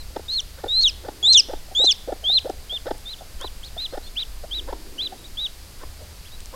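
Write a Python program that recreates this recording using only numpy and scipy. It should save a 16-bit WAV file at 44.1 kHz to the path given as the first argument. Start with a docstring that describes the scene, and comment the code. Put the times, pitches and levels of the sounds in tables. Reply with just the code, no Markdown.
"""In a small shed, a newly hatched chick lies in straw and peeps: five louder arched whistles, some with
a hoarse crack near the top, then softer ones. Each is a near sine on a gliding pitch.
The hen beside it answers with low two-part clucks and throaty murmurs: voiced pulses and breath noise
through throat, mouth and beak resonances. Straw ticks now and then as tiny noise bursts, over
a steady hiss, handling rumble and a faint low drone, all made of shaped noise."""
import sys
import numpy as np
from scipy import signal
from scipy.fft import rfft, irfft, next_fast_len
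from scipy.io import wavfile
from scipy.ndimage import uniform_filter1d

SR = 44100
rng = np.random.default_rng(int(sys.argv[2]) if len(sys.argv) > 2 else 0)


def materialize(psi):
    """Save the field psi as 16-bit PCM at rate SR to the path in sys.argv[1].

    A 1-D psi becomes a single channel; in a 2-D psi each row is a channel.
    """
    bounded = np.clip(np.atleast_2d(psi).T, -1, 1)
    quanta = np.round(bounded * 32767).astype(np.int16)
    wavfile.write(sys.argv[1], SR, quanta)


N = 288855
TIME = np.arange(N) / SR


def from_db(db):
    """Decibels to gain."""
    return 10 ** (np.asarray(db) / 20)


def rms_one(x):
    """Scale to an rms of one."""
    return x / np.sqrt(np.mean(x ** 2) + 1e-20)


def curves(rows, at):
    """Every further column of a table, joined by straight lines over the first column."""
    first, *columns = np.transpose(rows)
    return [np.interp(at, first, column) for column in columns]


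def gate(t, start, end, edge):
    """One between start and end, with smooth edges centred on both."""
    opened = np.clip(np.minimum(t - start, end - t) / edge + .5, 0, 1)
    return np.sin(np.pi / 2 * opened) ** 2


def flutter(hz, size):
    """Random motion of rms one, mostly slower than the given rate."""
    lowpass = signal.butter(2, hz, fs=SR, output="sos")
    return rms_one(signal.sosfilt(lowpass, rng.standard_normal(size)))


def resonance(x, hz, width_hz):
    """A two-pole resonance with a gain of about one on top."""
    r = np.exp(-np.pi * width_hz / SR)
    zeros = np.array([1, 0, -1]) * (1 - r * r) / 2
    poles = [1, -2 * r * np.cos(2 * np.pi * hz / SR), r * r]
    return signal.lfilter(zeros, poles, x + 1e-18)


def coloured_noise(spectrum):
    """Noise of rms one, shaped by a spectrum that is joined over log frequency."""
    hz, db = np.transpose(spectrum)
    size = next_fast_len(N)
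    bins = np.maximum(np.arange(size // 2 + 1) * SR / size, 1)
    gain = from_db(np.interp(np.log(bins), np.log(hz), db))
    return rms_one(irfft(rfft(rng.standard_normal(size)) * gain, size)[:N])


def air_hiss(level_db=-46.5):
    """Steady air noise with a fixed colour."""
    # Colour of the hiss. Each row: frequency in Hz, relative density in dB.
    hiss_colour = [(60, -14), (150, -4), (300, -10), (550, -10.5), (850, -13), (1200, -14.5), (2500, -15),
                   (3600, -15), (4800, -10.5), (5600, -16), (9000, -18), (13000, -19.5), (15600, -26.5)]
    return from_db(level_db) * coloured_noise(hiss_colour)


def handling_rumble(deep_db=-39.5, wander_db=3, wander_hz=3, upper_db=-50):
    """A deep rumble that wanders in level, and a higher one with rubs that swell above it."""
    # Colours of the deep and the higher rumble. Each row: frequency in Hz, relative density in dB.
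    deep_colour = [(6, -39), (12, 7), (30, -10), (50, -5.5), (62, -13), (90, -28), (200, -100)]
    upper_colour = [(30, -37), (55, -7.5), (72, 0), (90, -9), (130, -15.5), (180, -44.5), (300, -54)]
    # Rubs. Each row: middle in s, time from there to 17 dB down in s, level in dB before a 4.5 dB cut.
    rubs = [(0.0, 0.14, -45), (0.796, 0.67, -48), (2.506, .15, -47), (3.72, .12, -48), (6.1, 0.44, -46.5)]
    shake = from_db(deep_db + wander_db * flutter(wander_hz, N))
    rub = from_db(upper_db)
    for middle, length, db in rubs:
        rub = rub + from_db(db - 4.5) * np.exp(-2 * ((TIME - middle) / length) ** 2)
    return shake * coloured_noise(deep_colour) + rub * coloured_noise(upper_colour)


def low_drone(hz=319, width_hz=146, edge_s=0.35):
    """Noise through two stacked resonances hums faintly on one pitch and swells twice."""
    # Swells of the drone. Each row: start in s, end in s, level in dB.
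    swells = [(0.94, 1.548, -52), (4.55, 5.244, -49)]
    swell = sum(from_db(db) * gate(TIME, start, end, edge_s) for start, end, db in swells)
    hum = resonance(rng.standard_normal(N), hz, width_hz)
    return swell * rms_one(resonance(hum, hz, 2 * width_hz))


def shed(x, t60_s=0.55, first_echo_s=0.0036, dull_hz=6500):
    """A few wall echoes among scattered, decaying reflections, all dulled in the treble."""
    # Reflections from the nearest walls. Each row: delay in s, level in dB against the diffuse tail.
    walls = [(.013, -18), (.024, -11), (.037, -4.5)]
    t = TIME[:SR // 2]
    echoes = rng.standard_normal(len(t)) * from_db(-60 * t / t60_s) * (t > first_echo_s)
    echoes /= np.sqrt(np.sum(echoes ** 2))
    for delay, db in walls:
        echoes[int(delay * SR)] += from_db(db)
    dulled = signal.lfilter(*signal.butter(2, dull_hz, fs=SR), echoes)
    return signal.fftconvolve(x, dulled)[:N]


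def straw(decay_s=0.00038, relative_width=0.89, top_hz=10500):
    """A stalk snaps with a tiny burst of broad noise."""
    # Straw ticks. Each row: start in s, peak in dB before the treble is softened, pitch in Hz.
    ticks = [(2.498, -25, 3840), (2.981, -28, 9880), (3.412, -19, 8040), (3.648, -29, 5160),
             (6.405, -27, 5000), (6.458, -24, 4460)]
    out = np.zeros(N)
    for start, db, hz in ticks:
        inside = (TIME >= start) & (TIME < start + .02)
        age = TIME[inside] - start
        burst = rng.standard_normal(len(age)) * np.exp(-age / decay_s)
        snap = resonance(burst, hz, relative_width * hz)
        out[inside] += from_db(db) * snap / abs(snap).max()
    return signal.sosfilt(signal.butter(4, top_hz, fs=SR, output="sos"), out + 1e-18)


def hen_syrinx(hz, slope_db, jitter, breath):
    """Pulses of twelve harmonics that change by slope_db an octave, with a little air in each cycle."""
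    phase = 2 * np.pi * np.cumsum(hz * (1 + jitter * flutter(220, len(hz)))) / SR
    pulses = sum(from_db(slope_db * np.log2(k)) * np.cos(k * phase) for k in range(1, 13))
    return pulses + breath * (1 + np.cos(phase)) * rng.standard_normal(len(hz))


def hen_tract(source, opening_db, mouth_hz, mouth_width_hz=175, mouth_db=2.5):
    """A broad throat resonance, a narrow one of the mouth, and beak resonances that grow as it opens."""
    # The throat, a single row: resonance in Hz, width in Hz, gain in dB.
    throat_shape = (270, 456, 0)
    # The beak, each resonance applied twice. Each row: resonance in Hz, width in Hz, gain in dB.
    beak_shape = [(1393, 365, -9.5), (1738, 186, -11.5), (3530, 960, -18.5), (5130, 310, -17)]
    throat_hz, throat_width_hz, throat_db = throat_shape
    throat = from_db(throat_db) * resonance(source, throat_hz, throat_width_hz)
    mouth = from_db(mouth_db) * resonance(source, mouth_hz, mouth_width_hz)
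    beak = 0
    for hz, width_hz, db in beak_shape:
        beak = beak + from_db(db + opening_db) * resonance(resonance(source, hz, width_hz), hz, width_hz)
    band = signal.butter(4, [170, 1.16 * mouth_hz], "band", fs=SR, output="sos")
    return signal.sosfilt(band, throat - mouth) + beak


def at_level(x, db):
    """Scale a call so that its loudest four milliseconds have the given rms."""
    return x * from_db(db) / np.sqrt(uniform_filter1d(x ** 2, size=180).max() + 1e-20)


def murmurs(slope_db=-6, jitter=0.155, breath=1.28, attack_share=0.34, mouth_hz=810):
    """Short, unsteady, breathy grunts of the hen that start faster than they fade."""
    # Murmurs. Each row: time in s (0.37 lengths after the strongest moment), level in dB,
    # length of the fade to 17 dB down in s, pitch in Hz.
    murmur_rows = [(0.108, -49, 0.013, 538), (0.197, -32, 0.0057, 444), (0.666, -29.5, 0.017, 474),
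                   (1.234, -42, 0.011, 806), (1.279, -40, 0.012, 762), (1.688, -44, 0.011, 678),
                   (1.723, -39, 0.021, 689), (2.245, -40.5, 0.026, 708), (2.299, -34.5, 0.012, 697),
                   (2.36, -46.5, 0.061, 570), (2.734, -39.5, 0.022, 646), (3.219, -37, 0.02, 713),
                   (3.772, -34.5, 0.016, 669), (4.445, -33.5, 0.017, 655), (5.131, -33.5, 0.017, 754),
                   (6.03, -46, 0.059, 570)]
    out = np.zeros(N)
    for at, db, length, hz in murmur_rows:
        inside = abs(TIME - at) < 2 * length
        age = (TIME[inside] - at) / length + 0.37
        swell = np.exp(-2 * (age / np.where(age < 0, attack_share, 1)) ** 2)
        grunt = swell * hen_syrinx(np.full(len(swell), hz), slope_db, jitter, breath)
        out[inside] += at_level(hen_tract(grunt, opening_db=0, mouth_hz=mouth_hz), db)
    return out


def clucks(note_slope_db=-3, pop_slope_db=0.0, jitter=.025, breath=.35):
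    """The hen's pitch sweeps up through a note, then drops through a brief pop."""
    # Clucks. Each row: note start in s, note level in dB, beak opening in the note in dB,
    # pop time in s, pop level in dB, beak opening in the pop in dB, mouth resonance in Hz.
    cluck_rows = [(0.132, -56, 0, .166, -22.5, -0.5, 850), (0.574, -42.5, 14, .642, -23, -2.5, 844),
                  (1.038, -34.5, 6.5, 1.087, -24.5, -2.5, 854), (1.485, -29, 0, 1.536, -24, -3.5, 835),
                  (1.791, -28, -3.5, 1.842, -22, -11, 806), (2.075, -24.5, -8, 2.125, -21, -7.5, 780),
                  (2.446, -25, -7, 2.499, -21, -9, 778), (2.857, -25.5, 5.5, 2.912, -19, -2.5, 834),
                  (3.403, -36, 17.5, 3.447, -27.5, -2, 1070), (3.925, -29, 5.5, 3.977, -26, -1.5, 815),
                  (4.676, -31, 6.5, 4.730, -25.5, -1.5, 980), (5.803, -43, 19, 5.836, -34.5, -5, 1110),
                  (6.528, -35.5, 7, 6.58, -30, 21, 1080)]
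    # The rising note. Each row: time from its start in s, pitch in Hz, relative effort in dB.
    rise = [(0, 290.5, 4.5), (.005, 313.3, -4), (0.01, 495.5, 8.5), (0.019, 548, 9), (0.026, 660, 1),
            (.032, 904, 3), (0.038, 850, -9.5)]
    # The falling pop. Each row: time from its strongest moment in s, pitch in Hz.
    drop = [(-.005, 672), (-.002, 507), (.001, 387), (.004, 306), (.008, 240)]
    pop_lead_s, pop_attack_s, pop_fade_s = 0.001546, .0029, .004  # it peaks this lead before its time
    out = np.zeros(N)
    for start, note_db, note_open_db, pop_at, pop_db, pop_open_db, mouth_hz in cluck_rows:
        inside = (TIME > start - .01) & (TIME < pop_at + .04)
        t = TIME[inside]
        hz, effort_db = curves(rise, t - start)
        effort = from_db(effort_db) * gate(t - start, 0, rise[-1][0], 0.0028)
        note = effort * hen_syrinx(hz, note_slope_db, jitter, breath)
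        out[inside] += at_level(hen_tract(note, note_open_db, mouth_hz), note_db)
        if pop_at < TIME[-1]:  # no pop past the end of the scene
            since = t - pop_at + pop_lead_s
            hz, = curves(drop, since)
            burst = np.exp(-.5 * (since / np.where(since < 0, pop_attack_s, pop_fade_s)) ** 2)
            pop = burst * hen_syrinx(hz, pop_slope_db, jitter, breath)
            out[inside] += at_level(hen_tract(pop, pop_open_db, mouth_hz), pop_db)
    return out


def whistle(t, hz, first_db, octave_db, third_db=-21, fourth_db=-34, top_hz=9000, top_fall_db=5):
    """The chick's syrinx: a near sine; overtones lose top_fall_db per kHz above top_hz. Also gives its phase."""
    jitter, shimmer_db = 0.0037, .4
    phase = 2 * np.pi * np.cumsum(hz * (1 + jitter * flutter(410, len(t)))) / SR
    tone = from_db(first_db) * np.sin(phase)
    # third and fourth harmonic are set against the octave
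    for k, db in enumerate([0, third_db, fourth_db], 2):
        excess_khz = np.maximum(k * hz - top_hz, 0) / 1000
        tone = tone + from_db(octave_db + db - top_fall_db * excess_khz) * np.sin(k * phase)
    return tone * from_db(shimmer_db * flutter(100, len(t))), phase


def cheeps(arch_share=.85, octave_db=-18):
    """The same whistle with hardly any effort: up over the top and part of the way down."""
    # Very soft cheeps. Each row: start in s, end in s, start pitch in Hz, top pitch in Hz, level in dB.
    cheep_rows = [(-.03, 0.031, 3060, 4150, -43.5), (1.553, 1.579, 3290, 3690, -49.5),
                  (3.18, 3.203, 2750, 3670, -47), (3.89, 3.95, 3470, 4270, -49),
                  (4.024, 4.088, 3710, 4320, -46.5), (4.062, 4.091, 3260, 3610, -43.5),
                  (5.175, 5.21, 3540, 3920, -52), (5.238, 5.271, 3210, 3920, -43.5),
                  (6.247, 6.288, 2080, 3430, -49), (6.311, 6.365, 3500, 3930, -47)]
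    out = np.zeros(N)
    for start, end, start_hz, top_hz, db in cheep_rows:
        inside = (TIME > start) & (TIME < end)
        progress = (TIME[inside] - start) / (end - start)
        hz = start_hz + (top_hz - start_hz) * np.sin(np.pi * arch_share * progress)
        swell = np.sqrt(2 * np.sin(np.pi * progress))
        tone, _ = whistle(TIME[inside], hz, db, db + octave_db)
        out[inside] += swell * tone
    return out


def chick_tract(hz):
    """Gain in dB of the chick's throat and beak at these frequencies."""
    # What throat and beak let out. Each row: frequency in Hz, gain in dB.
    tract = [(1900, -55), (2250, -22), (2480, -25.5), (2750, -13.5), (3100, -3), (3500, 0), (4000, -0.5),
             (4300, 0), (4700, 1.5), (5300, 1), (5900, 0.5), (6400, -8), (6800, -16.5), (7400, -18.5),
             (8500, -25.5)]
    return curves(tract, hz)[0]


def arch(t, start, top, end, start_hz, top_hz, end_hz, start_bend, top_bend, fall_bend):
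    """Pitch of a peep: a bent climb, then a fall that gathers speed and may jump."""
    # Jumps of the voice in the loudest peeps. Each row: time in s, jump in Hz.
    jump_rows = [(0.836, -400), (0.856, -150), (1.348, -250), (1.377, -200), (1.384, 361), (1.873, -380),
                 (1.897, 304)]
    jump_s, settle_s = 0.0014, 0.0158
    to_climb = np.clip((top - t) / (top - start), 0, 1)
    climbed = (1 - to_climb ** top_bend) ** start_bend
    fallen = np.clip((t - top) / (end - top), 0, 1) ** fall_bend
    jumps = 0
    # half of each jump lies on either side of the glide, and settles back onto it
    for at, jump_hz in jump_rows:
        jumps = jumps + jump_hz / 2 * np.tanh((t - at) / jump_s) * np.exp(-abs(t - at) / settle_s)
    return start_hz + (top_hz - start_hz) * climbed - (top_hz - end_hz) * fallen + jumps


def peep_effort(t, start, end, swell_db):
    """Strength of a peep in dB: attack, swell and a release that lasts longer in long peeps."""
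    attack_s, attack_db, release_share, release_db = 0.0096, 7, .028, 5.5
    attack = attack_db * np.exp(-(t - start) / attack_s)
    release = release_db * np.exp((t - end) / (release_share * (end - start)))
    return -swell_db * ((end - t) / (end - start)) ** 2 - attack - release


def peep(row, rasp_ratio=1.48, rasp_hz=300, scatter_db=-3, scatter_hz=800, soft_ratio=0.8, loud_ratio=1.4,
         waver=.004, waver_hz=60, ragged_share=0.57, octave_waver_db=2, sputter_db=5.0, sputter_hz=220):
    """One arched whistle; in its crack it falters, and ragged tones come up that depend on its force."""
    # Cracks. Each row: rasp level in dB, crack length in s, loss of the whistle in dB.
    cracking = [(-73, .045, 2), (-41.5, 0.048, 2), (-37.5, .026, 5), (-30, 0.02, 3.5), (-21, .023, 7)]
    start, _, end, *_, level_db, swell_db, octave_db, crack_at, crack_db = row
    inside = (TIME > start - .005) & (TIME < end + .005)
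    t = TIME[inside]
    size = len(t)
    hz = arch(t, *row[:9]) * (1 + waver * flutter(waver_hz, size))
    effort_db = level_db + peep_effort(t, start, end, swell_db)
    crack_s, loss_db = curves(cracking, crack_db)
    cracked = gate(t, crack_at - crack_s / 2, crack_at + crack_s / 2, 0.0026)
    falter_db = cracked * loss_db * (1 + ragged_share * flutter(rasp_hz, size))
    overtone_db = octave_db + octave_waver_db * flutter(waver_hz, size)
    first_db = effort_db + chick_tract(hz) - falter_db
    tone, phase = whistle(t, hz, first_db, effort_db + chick_tract(2 * hz) + overtone_db)
    # forced peeps rasp between fundamental and octave
    force = np.interp(level_db, [-27, -13], [0, 1])
    rasp = force * flutter(rasp_hz, size) * np.sin(rasp_ratio * phase)
    # a hoarse haze: below the whistle in soft peeps, above it in forced ones
    scatter_ratio = soft_ratio + force * (loud_ratio - soft_ratio)
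    scatter = from_db(scatter_db) * flutter(scatter_hz, size) * np.sin(scatter_ratio * phase)
    sputter = rms_one(from_db(sputter_db * np.tanh(flutter(sputter_hz, size))))
    crack = from_db(crack_db) * cracked * sputter * (rasp + scatter)
    out = np.zeros(N)
    out[inside] = np.sqrt(2) * (tone + crack) * gate(t, start, end, 0.0018)
    return out


def scene():
    """Chick and hen close by, with a little of the shed around them."""
    # Peeps. Each row: start in s, top in s, end in s, start pitch in Hz, top pitch in Hz, end pitch in Hz,
    # bend out of the start, bend into the top, bend of the fall (1 is straight),
    # level in dB before effort and tract, swell toward the end in dB, octave in dB against the
    # fundamental before the tract, middle of the crack in s, rasp level in dB before force and sputter.
    peeps = [(0.283, 0.348, 0.407, 3590.0, 4265, 2770, 0.92, 2.3, 2.7, -22, 4.5, -6.5, 0.335, -43.0),
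             (0.682, 0.826, 0.902, 3550.0, 4210.0, 2370.0, 0.98, 1.68, 1.36, -13, 12, -12.5, 0.824, -38.0),
             (1.228, 1.321, 1.408, 3350.0, 4223, 2335, 2.1, 1.84, 1.32, -7.5, 10, -3.5, 1.337, -23.5),
             (1.75, 1.849, 1.929, 3190.0, 4024, 2110, 0.71, 0.93, 2.54, -12.5, 6.5, -4.5, 1.853, -31),
             (2.24, 2.341, 2.395, 3080.0, 4160, 2150, 0.9, 0.67, 3.7, -14, 8, -21, 2.33, -60),
             (2.696, 2.741, 2.781, 3160.0, 3590, 2480, 1.07, 0.97, 4.4, -26, 0, -30, 2.74, -62.0),
             (3.056, 3.118, 3.148, 3550.0, 4130.0, 2600, 3.78, 1.9, 2.2, -33, -0.2, -26.0, 3.108, -52),
             (3.402, 3.455, 3.487, 3050.0, 4040, 2590.0, 2.1, 1.56, 2.3, -34.5, 1.5, -22, 3.45, -57.0),
             (3.631, 3.665, 3.688, 3080.0, 4360, 3200, 1.46, 1.5, 2.57, -43.0, -12.5, -19.0, 3.665, -60.0),
             (3.777, 3.821, 3.871, 3420.0, 4110, 2430, 0.8, 0.79, 3.8, -27.5, 0, -25, 3.821, -43.5),
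             (4.155, 4.208, 4.239, 2060.0, 3964, 2570, 0.64, 1.19, 2.32, -26, -8, -30, 4.206, -39.5),
             (4.511, 4.553, 4.604, 3120.0, 3940.0, 2690, 1.63, 1.15, 4.7, -27.5, -2.5, -21, 4.561, -46),
             (4.981, 5.026, 5.079, 2850.0, 4030, 2560, 0.94, 0.62, 6.2, -26.7, -6, -26, 5.035, -42.5),
             (5.371, 5.423, 5.476, 3100.0, 3925, 2460, 0.65, 0.98, 3.3, -24.5, 1.8, -22, 5.417, -51)]
    shed_chick_db, shed_hen_db = -24.5, -20
    background = air_hiss() + handling_rumble() + low_drone()
    hen = murmurs() + clucks()
    chick = straw() + cheeps() + sum(peep(row) for row in peeps)  # the straw sounds beside the chick
    reflections = shed(from_db(shed_chick_db) * chick + from_db(shed_hen_db) * hen)
    return (background + reflections + hen + chick)[None]


def record(dry, cutoff_hz=15800):
    """The top of the treble is cut steeply."""
    return signal.sosfilt(signal.ellip(10, .1, 80, cutoff_hz, fs=SR, output="sos"), dry)


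dry = scene()
out = record(dry)
materialize(out)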